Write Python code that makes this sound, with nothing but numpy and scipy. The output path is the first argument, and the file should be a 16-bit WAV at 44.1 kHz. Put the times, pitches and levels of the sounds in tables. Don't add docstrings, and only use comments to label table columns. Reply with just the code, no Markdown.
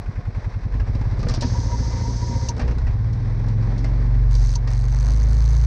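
import sys
import numpy as np
from scipy import signal
from scipy.fft import rfft, irfft, next_fast_len
from scipy.io import wavfile
from scipy.ndimage import uniform_filter1d, map_coordinates

SR = 44100
rng = np.random.default_rng(int(sys.argv[2]) if len(sys.argv) > 2 else 0)


def master(y):
    cut = np.clip(np.atleast_2d(y).T, -1, 1)
    pcm = np.round(cut * 32767)
    wavfile.write(sys.argv[1], SR, pcm.astype(np.int16))


def decibels_to_gain(level_db):
    exponent = np.asarray(level_db, float) / 20
    return 10 ** exponent


N = 249606
TIME = np.arange(N) / SR

# [start_s, firings_per_s]
ENGINE_SPEED = [(0, 10.38), (.59, 10.51), (.79, 12.22), (.9, 17.09), (1.06, 16.9), (1.49, 14.42),
                (1.62, 13.48), (1.7, 14.13), (2.72, 14.78), (2.99, 18.25), (3.42, 21.58), (3.62, 21.75),
                (3.96, 23.49), (4.39, 23.34), (4.48, 22.47), (4.91, 23.79), (5.13, 26.25), (5.66, 28.36)]
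# [start_s, level_db]
RUMBLE_LEVEL = [(0, -44), (.6, -42), (1.15, -37), (1.28, -27.5), (1.395, -36.5), (1.45, -27.5),
                (1.69, -32.5), (2.33, -35.5), (2.61, -32.5), (2.9, -41), (3.4, -38), (3.88, -36),
                (4.35, -45.5), (4.8, -45), (5.1, -41.5), (5.66, -43.5)]
# [pitch_hz, density_db_per_hz]
RUMBLE_SPECTRUM = [(20, -19.5), (50, 14), (120, 6), (165, 1.5), (260, 0.5), (290, -8), (500, -8.5),
                   (800, -35), (3000, -110)]
# [pitch_hz, density_db_per_hz]
CLATTER_SPECTRUM = [(240, -5), (400, -3.5), (620, -4), (1050, -5.5), (1360, -13.5), (1700, -10),
                    (2200, -13.5), (2900, -27), (4100, -21.5), (5800, -23.5), (7000, -38), (8500, -41),
                    (14000, -93.5)]
# [pitch_hz, width_hz, level_db]
COVER_MODES = [(1079, 18, 5), (1520, 220, -3.5), (2080, 210, -4.5), (2530, 210, -10)]
# [start_s, stop_s, level_db]
BUZZ_BURSTS = [(4.31, 4.55, -47), (4.7, 5.66, -48)]
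# [share_turns, level_db, alternate_advance_turns, first_burst_advance_turns]
BUZZ_CONTACTS = [(0.34, -9.5, 0.027, .03), (.48, -18.5, 0.0048, 0.065), (.98, -11.5, 0.044, 0.11)]
# [pitch_hz, density_db]
TICK_SPECTRUM = [(1650, -2), (3300, -11.5), (4300, 0.5), (5400, -4), (6200, 3.5), (7000, -10),
                 (8500, -12.5), (9800, -18.5), (12000, -38), (15000, -50.5)]
# [centre_s, half_length_s, depth_db]
BUZZ_LULLS = [(4.87, 0.0075, -14), (5.268, 0.013, -7.5)]
# [start_s, crack_level_db, thud_over_crack_db, t60_s, thud_pitch_hz]
BLOWS = [(0.7385, -47, 15.5, 0.17, 1034), (0.797, -45, 16.5, 0.13, 1655), (0.95, -37.5, 10.5, 0.043, 565),
         (1.012, -41, 14, 0.065, 875), (1.19, -42, 3.5, 0.91, 528), (1.229, -32, 7.5, 0.04, 1200),
         (1.268, -39, 19.5, 0.032, 490), (1.285, -21, -4, 0.048, 1820), (1.294, -25, 2, 0.057, 1200),
         (1.306, -32, 3.5, 0.17, 460), (1.338, -23.5, 0, 0.047, 624), (1.345, -29.5, -7, 0.19, 2500),
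         (1.377, -46.5, 24, 0.022, 297), (1.408, -25.5, -18, 0.3, 2480), (1.4202, -24.5, 4.5, 0.067, 590),
         (1.429, -41, 13, 0.036, 1780), (1.44, -44, 20, 0.042, 610), (2.5649, -38, 8.5, 0.097, 440),
         (2.579, -35, 0, 0.026, 1490), (2.5935, -33, 12, 0.14, 788), (2.6145, -37.5, 12, 0.06, 1860),
         (2.677, -40, 14, 0.13, 453), (2.7089, -38.5, 11, 0.078, 454), (2.7827, -36, 3.5, 0.055, 1470),
         (2.8668, -44.5, 17, 0.089, 1920), (3.129, -39, -5.5, 0.066, 500), (3.483, -37.5, 2, 0.062, 554),
         (3.7774, -39, -13, 0.19, 484), (3.8419, -35, 9, 0.14, 2090), (4.3508, -23.5, -9, 0.029, 466),
         (4.673, -33.5, 5.5, 0.11, 1880)]
# [pitch_hz, density_db_per_hz]
CRACK_SPECTRUM = [(1470, -49.5), (2700, -14.5), (3400, -12.5), (4200, -4.5), (5500, -3.5), (7000, -16),
                  (8300, -22), (9500, -32), (11500, -43), (15000, -68)]
# [pitch_hz, density_db_per_hz]
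THUD_SPECTRUM = [(80, -39), (220, -14), (450, 4.5), (950, -1.5), (1800, -5.5), (2600, -8.5), (3500, -22.5),
                 (8000, -100)]
# [start_s, stop_s, brush_hiss_level_db]
WINCH_RUNS = [(1.46, 2.48, -43.5), (4.355, 4.55, -48.5)]
# [start_s, level_db]
WHINE_LEVEL = [(1.52, -48), (1.56, -39), (1.62, -44), (1.66, -42), (1.75, -37), (1.79, -53), (1.87, -40.5),
               (2.0, -39.5), (2.18, -45.5), (2.36, -39.5), (2.47, -44)]
# [pitch_hz, density_db_per_hz]
HISS_SPECTRUM = [(1650, -24.5), (3000, -18), (3700, -10.5), (4700, -1.5), (6300, 0), (7000, -14.5),
                 (8600, -23.5), (9200, -31), (11000, -39), (14000, -79.5)]
# [pitch_hz, width_hz, level_db]
HOUSING_MODES = [(943, 63, 0), (2040, 38, -4), (528, 16, 2.5), (1596, 42, -7)]
# [start_s, ring_level_db, t60_s]
GEAR_JOLTS = [(1.421, -25, 0.14), (2.491, -17, 0.076), (4.557, -26.5, 0.081)]
# [start_s, level_db, t60_s]
RELAY_CLACKS = [(2.484, -15, 0.058), (4.552, -16, .04)]
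# [pitch_hz, width_hz, level_db]
RELAY_MODES = [(2680, 460, -16), (4500, 280, -9), (6080, 630, -5.5)]
# [pitch_hz, gain_db]
PIPE_RESPONSE = [(15, -44.5), (30, -23), (52, -8.5), (72, 3.5), (90, -1.5), (113, 4), (128, -2.5),
                 (141, -15.5), (155, -14), (190, -19), (260, -21.5), (330, -29), (600, -58)]
# [pitch_hz, gain_db]
IDLE_PIPE_RESPONSE = [(52, 1.5), (70, -4.5), (90, 3), (105, 2.5), (118, -6.5), (140, -7), (200, -22),
                      (330, -33.5)]
# [pitch_hz, delay_s]
GROUP_DELAY = [(30, -0.032), (70, -0.011), (110, -0.001), (300, 0)]
# [firings_per_s, exhaust_level_db, second_shake_db, third_shake_db, fourth_shake_db]
LEVELS_AT_SPEED = [(10.3, -31.5, -59, -40.5, -32), (12.9, -24.5, -46.5, -28.5, -14.5),
                   (15, -28.5, -47, -32, -33), (16.88, -24, -24.5, -25, -26), (18.9, -21.5, -37, -24, -54),
                   (20.7, -23.5, -24.5, -39, -45.5), (21.77, -21, -25, -33, -41),
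                   (23.22, -22, -17.5, -36, -26), (26.95, -29, -15, -32.5, -19)]
# [start_s, second_swell_db, fourth_swell_db]
SHAKE_SWELL = [(1, -1.5, -0.5), (1.15, -1, -25), (1.32, 20, -2), (1.45, 15, -16), (1.6, -5, -4),
               (1.72, 4, 3.5), (2.5, -9, -2.5), (2.7, 18, 9.5), (2.9, 3, 4.5), (3.7, 0.5, -11.5),
               (3.95, -1, -6.5), (4.2, 2, -3), (4.47, 5.5, -2), (4.6, -2.5, -4), (5, 0.5, -7)]
SHAKE_LAG = [0.09, 0.14, 0.65]
# [firings_per_s, share_of_firing]
INTAKE_AT_SPEED = [(10.8, 0.029), (12.4, 0.44), (15, 0.31), (17, 0.24), (20, 0.015)]


def unit(x):
    return x / np.sqrt(np.mean(x ** 2) + 1e-20)


def along(points, hz):
    f, value = np.transpose(points)
    return np.interp(np.log(hz + 1), np.log(f + 1), value)


def curves(rows, at=TIME):
    axis, *columns = np.transpose(rows)
    return [np.interp(at, axis, column) for column in columns]


def running(spans, column, edge=0.018):
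    gain = 0
    for row in spans:
        inside = np.minimum(TIME - row[0], row[1] - TIME)
        gain = gain + decibels_to_gain(row[column]) * np.clip(inside / edge + 1, 0, 1)
    return gain


def wobble(rate):
    knots = rng.standard_normal(int(N * rate / SR) + 4)
    return map_coordinates(knots, [TIME * rate])


def filtered(x, response):
    m = next_fast_len(len(x) + 8192)
    return irfft(rfft(x, m) * response(np.fft.rfftfreq(m, 1 / SR)), m)[:len(x)]


def noise(spectrum, count=N):
    return unit(filtered(rng.standard_normal(count), lambda hz: decibels_to_gain(along(spectrum, hz))))


def resonant(modes):
    def response(f):
        total = 0
        for k, (centre, width, db) in enumerate(modes):
            damping = 1j * f * width
            total = total + (-1) ** k * decibels_to_gain(db) * damping / (centre * centre - f * f + damping)
        return total
    return response


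def cycles():
    return np.cumsum(curves(ENGINE_SPEED)[0]) / SR


def frame():
    cycle, rate = cycles(), curves(ENGINE_SPEED)[0]
    rumble_db = curves(RUMBLE_LEVEL)[0] + 6
    clatter_db = -42.5 + 0.31 * (rumble_db + 31.0) + 0.02 * (rate - 17)

    def after(share, life_s):
        since_s = ((cycle - share) % 1) / rate
        return uniform_filter1d(np.exp(-since_s / life_s), size=200)

    rumble = unit((0.12 + after(0.83, 0.061)) * decibels_to_gain(2.07 * wobble(9))) * noise(RUMBLE_SPECTRUM)
    valves = after(.62, .015) + .5 * after(.15, .01) + .3 * after(.42, .01)
    clatter = unit((1.3 + valves) * decibels_to_gain(1.52 * wobble(25.02))) * noise(CLATTER_SPECTRUM)
    ring = unit(filtered(valves * rng.standard_normal(N), resonant(COVER_MODES)))
    idling = 1 / (1 + (rate / 11.3) ** 30)
    hum = decibels_to_gain(-55 + 2 * wobble(8)) * idling * np.sin(2 * np.pi * 68.5 * cycle)
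    valve_gear = clatter + (0.11 + 0.5 * idling) * ring
    return decibels_to_gain(rumble_db) * rumble + decibels_to_gain(clatter_db) * valve_gear + hum


def buzz():
    turn = 2 * cycles()
    turns = np.arange(int(turn[-1]))
    luck = rng.standard_normal((len(turns), len(BUZZ_CONTACTS), 2))
    share, level_db, alternate, advance = np.transpose(BUZZ_CONTACTS)
    first_burst = TIME[np.searchsorted(turn, turns)] < BUZZ_BURSTS[0][1]
    share = share - alternate * (turns % 2)[:, None] - advance * first_burst[:, None]
    strike_turn = turns[:, None] + share + 0.016 * luck[..., 0]
    when = np.interp(strike_turn, turn, np.arange(N)).astype(int)
    hits = np.bincount(when.ravel(), decibels_to_gain(level_db + 1.8 * luck[..., 1]).ravel(), N)
    t = np.arange(SR // 50) / SR
    tail = signal.fftconvolve(hits, decibels_to_gain(-60 * t / .005))[:N]
    strikes = hits + (0.6 * tail + 0.015) * rng.standard_normal(N)
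    ticks = unit(filtered(strikes, lambda hz: decibels_to_gain(along(TICK_SPECTRUM, hz))))
    sway_db = .8 * wobble(10)
    for s, half_s, depth_db in BUZZ_LULLS:
        sway_db = sway_db + depth_db * np.exp(-((TIME - s) / half_s) ** 2)
    return running(BUZZ_BURSTS, column=2, edge=0.0033) * decibels_to_gain(sway_db) * ticks


def knocks():
    out, t = np.zeros(N + SR), np.arange(SR // 5) / SR
    rise = 1 - np.exp(-t / 0.0015)
    swell = 1 - np.exp(-(t / 0.0013) ** 2)
    rattle_db = np.pad(1.2 * wobble(250), (0, SR))
    for s, db, low_db, t60, hz in BLOWS:
        start = round(s * SR)
        rattle = rattle_db[start:][:len(t)] * np.minimum(t / 0.0073, 1)
        crack = decibels_to_gain(rattle + 2.5 - 60 * t / t60) * noise(CRACK_SPECTRUM, count=len(t))
        dull = filtered(crack, lambda f: f < 6800)
        crack = dull + (crack - dull) * decibels_to_gain(3 - 60 * t / 0.11)
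        thud = decibels_to_gain(low_db - 60 * t / (1.35 * t60)) * noise(THUD_SPECTRUM, count=len(t))
        ring = decibels_to_gain(low_db + 6 - 60 * t / 0.063) * np.sqrt(600 / hz) * np.sin(2 * np.pi * hz * t)
        boom = decibels_to_gain(low_db + 6 - 60 * t / 0.072) * np.sin(2 * np.pi * 248 * t)
        out[start:][:len(t)] += decibels_to_gain(db - 9.5) * (swell * crack + rise * (thud + ring + boom))
    return out[:N]


def winch():
    hiss = unit(decibels_to_gain(0.55 * wobble(90) + 0.63 * wobble(300)) * noise(HISS_SPECTRUM))
    housing, gear_hz = resonant(HOUSING_MODES), HOUSING_MODES[0][0]
    grind = unit(filtered(filtered(rng.standard_normal(N), housing), housing))
    tone = np.sin(2 * np.pi * np.cumsum(gear_hz + 19.97 * wobble(22)) / SR)
    whine = unit(unit(decibels_to_gain(5.5 * wobble(35)) * tone) + .8 * grind)
    pull = running([(WHINE_LEVEL[0][0], WHINE_LEVEL[-1][0], 1)], column=2)
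    out = running(WINCH_RUNS, column=2) * hiss + decibels_to_gain(curves(WHINE_LEVEL)[0]) * pull * whine
    for s, db, t60 in GEAR_JOLTS:
        t = np.maximum(TIME - s, 0)
        out += decibels_to_gain(db - 60 * t / t60) * (1 - np.exp(-t / 0.0069)) * np.sin(2 * np.pi * gear_hz * t)
    relay = resonant(RELAY_MODES)
    clang = unit(filtered(filtered(rng.standard_normal(N), relay), relay))
    for s, db, t60 in RELAY_CLACKS:
        t = np.maximum(TIME - s, 0)
        envelope = decibels_to_gain(db - 60 * t / t60) * (1 - np.exp(-(t / 0.003) ** 2))
        out += envelope * (0.55 * clang + 0.25 * noise(CRACK_SPECTRUM))
    return out


def engine():
    rate, cycle = curves(ENGINE_SPEED)[0], cycles()
    exhaust_db, second_db, third_db, fourth_db = curves(LEVELS_AT_SPEED, rate)
    second_swell_db, fourth_swell_db = curves(SHAKE_SWELL)
    shake_db = [second_db + second_swell_db, third_db, fourth_db + fourth_swell_db]
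    intake, = curves(INTAKE_AT_SPEED, rate)
    load = np.clip((rate - 10.6) / 8, 0, 1)
    shut = np.clip((12 - rate) / 1.4, 0, 1)
    hz = [k * rate for k in range(1, 27)]

    sizes = []
    for k, f in enumerate(hz):
        pipe_db = (1 - shut) * along(PIPE_RESPONSE, f) + shut * along(IDLE_PIPE_RESPONSE, f)
        sizes.append(decibels_to_gain(pipe_db) * (1 - intake * (-1) ** k))
    band = sum(g ** 2 * ((f > 95) & (f < 145)) for g, f in zip(sizes[4:], hz[4:]))
    scale = decibels_to_gain(exhaust_db) / np.sqrt(uniform_filter1d(band, size=SR // 8))
    calm_db = 0.99 * load * np.minimum(curves(RUMBLE_LEVEL)[0] + 37, 0)
    thin_db = calm_db - 6.5 * np.maximum(rate - 24, 0)
    for k, f in enumerate(hz):
        muffling = decibels_to_gain(thin_db * np.clip((f - 143) / 12, 0, 1))
        sizes[k] = sizes[k] * scale * muffling * decibels_to_gain(1.55 * (1 - 0.87 * shut) * wobble(7))

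    grid = np.arange(800.)
    lag = np.cumsum(along(GROUP_DELAY, grid))
    turns = [(k + 1) * cycle - np.interp(f, grid, lag) - .44 - .46 * load for k, f in enumerate(hz)]
    loose = np.clip((rate - 17) / 3, 0, 1)
    turns[5:] = [u + loose * rng.uniform(-.5, .5) for u in turns[5:]]
    for k, (db, late) in enumerate(zip(shake_db, SHAKE_LAG), start=1):
        sizes[k], turns[k] = decibels_to_gain(db), turns[k] - late * load
    return np.sqrt(2) * sum(g * np.cos(2 * np.pi * u) for g, u in zip(sizes, turns))


def scene():
    return (frame() + buzz() + knocks() + winch() + engine())[None]


def roll_off(x):
    return signal.sosfilt(signal.butter(12, 15700, fs=SR, output="sos"), x)


def record(dry):
    mix = filtered(dry[0], lambda hz: 1 / (1 + (22 / (hz + 1)) ** 6))[None]
    return roll_off(mix)


dry = scene()
out = record(dry)
master(out)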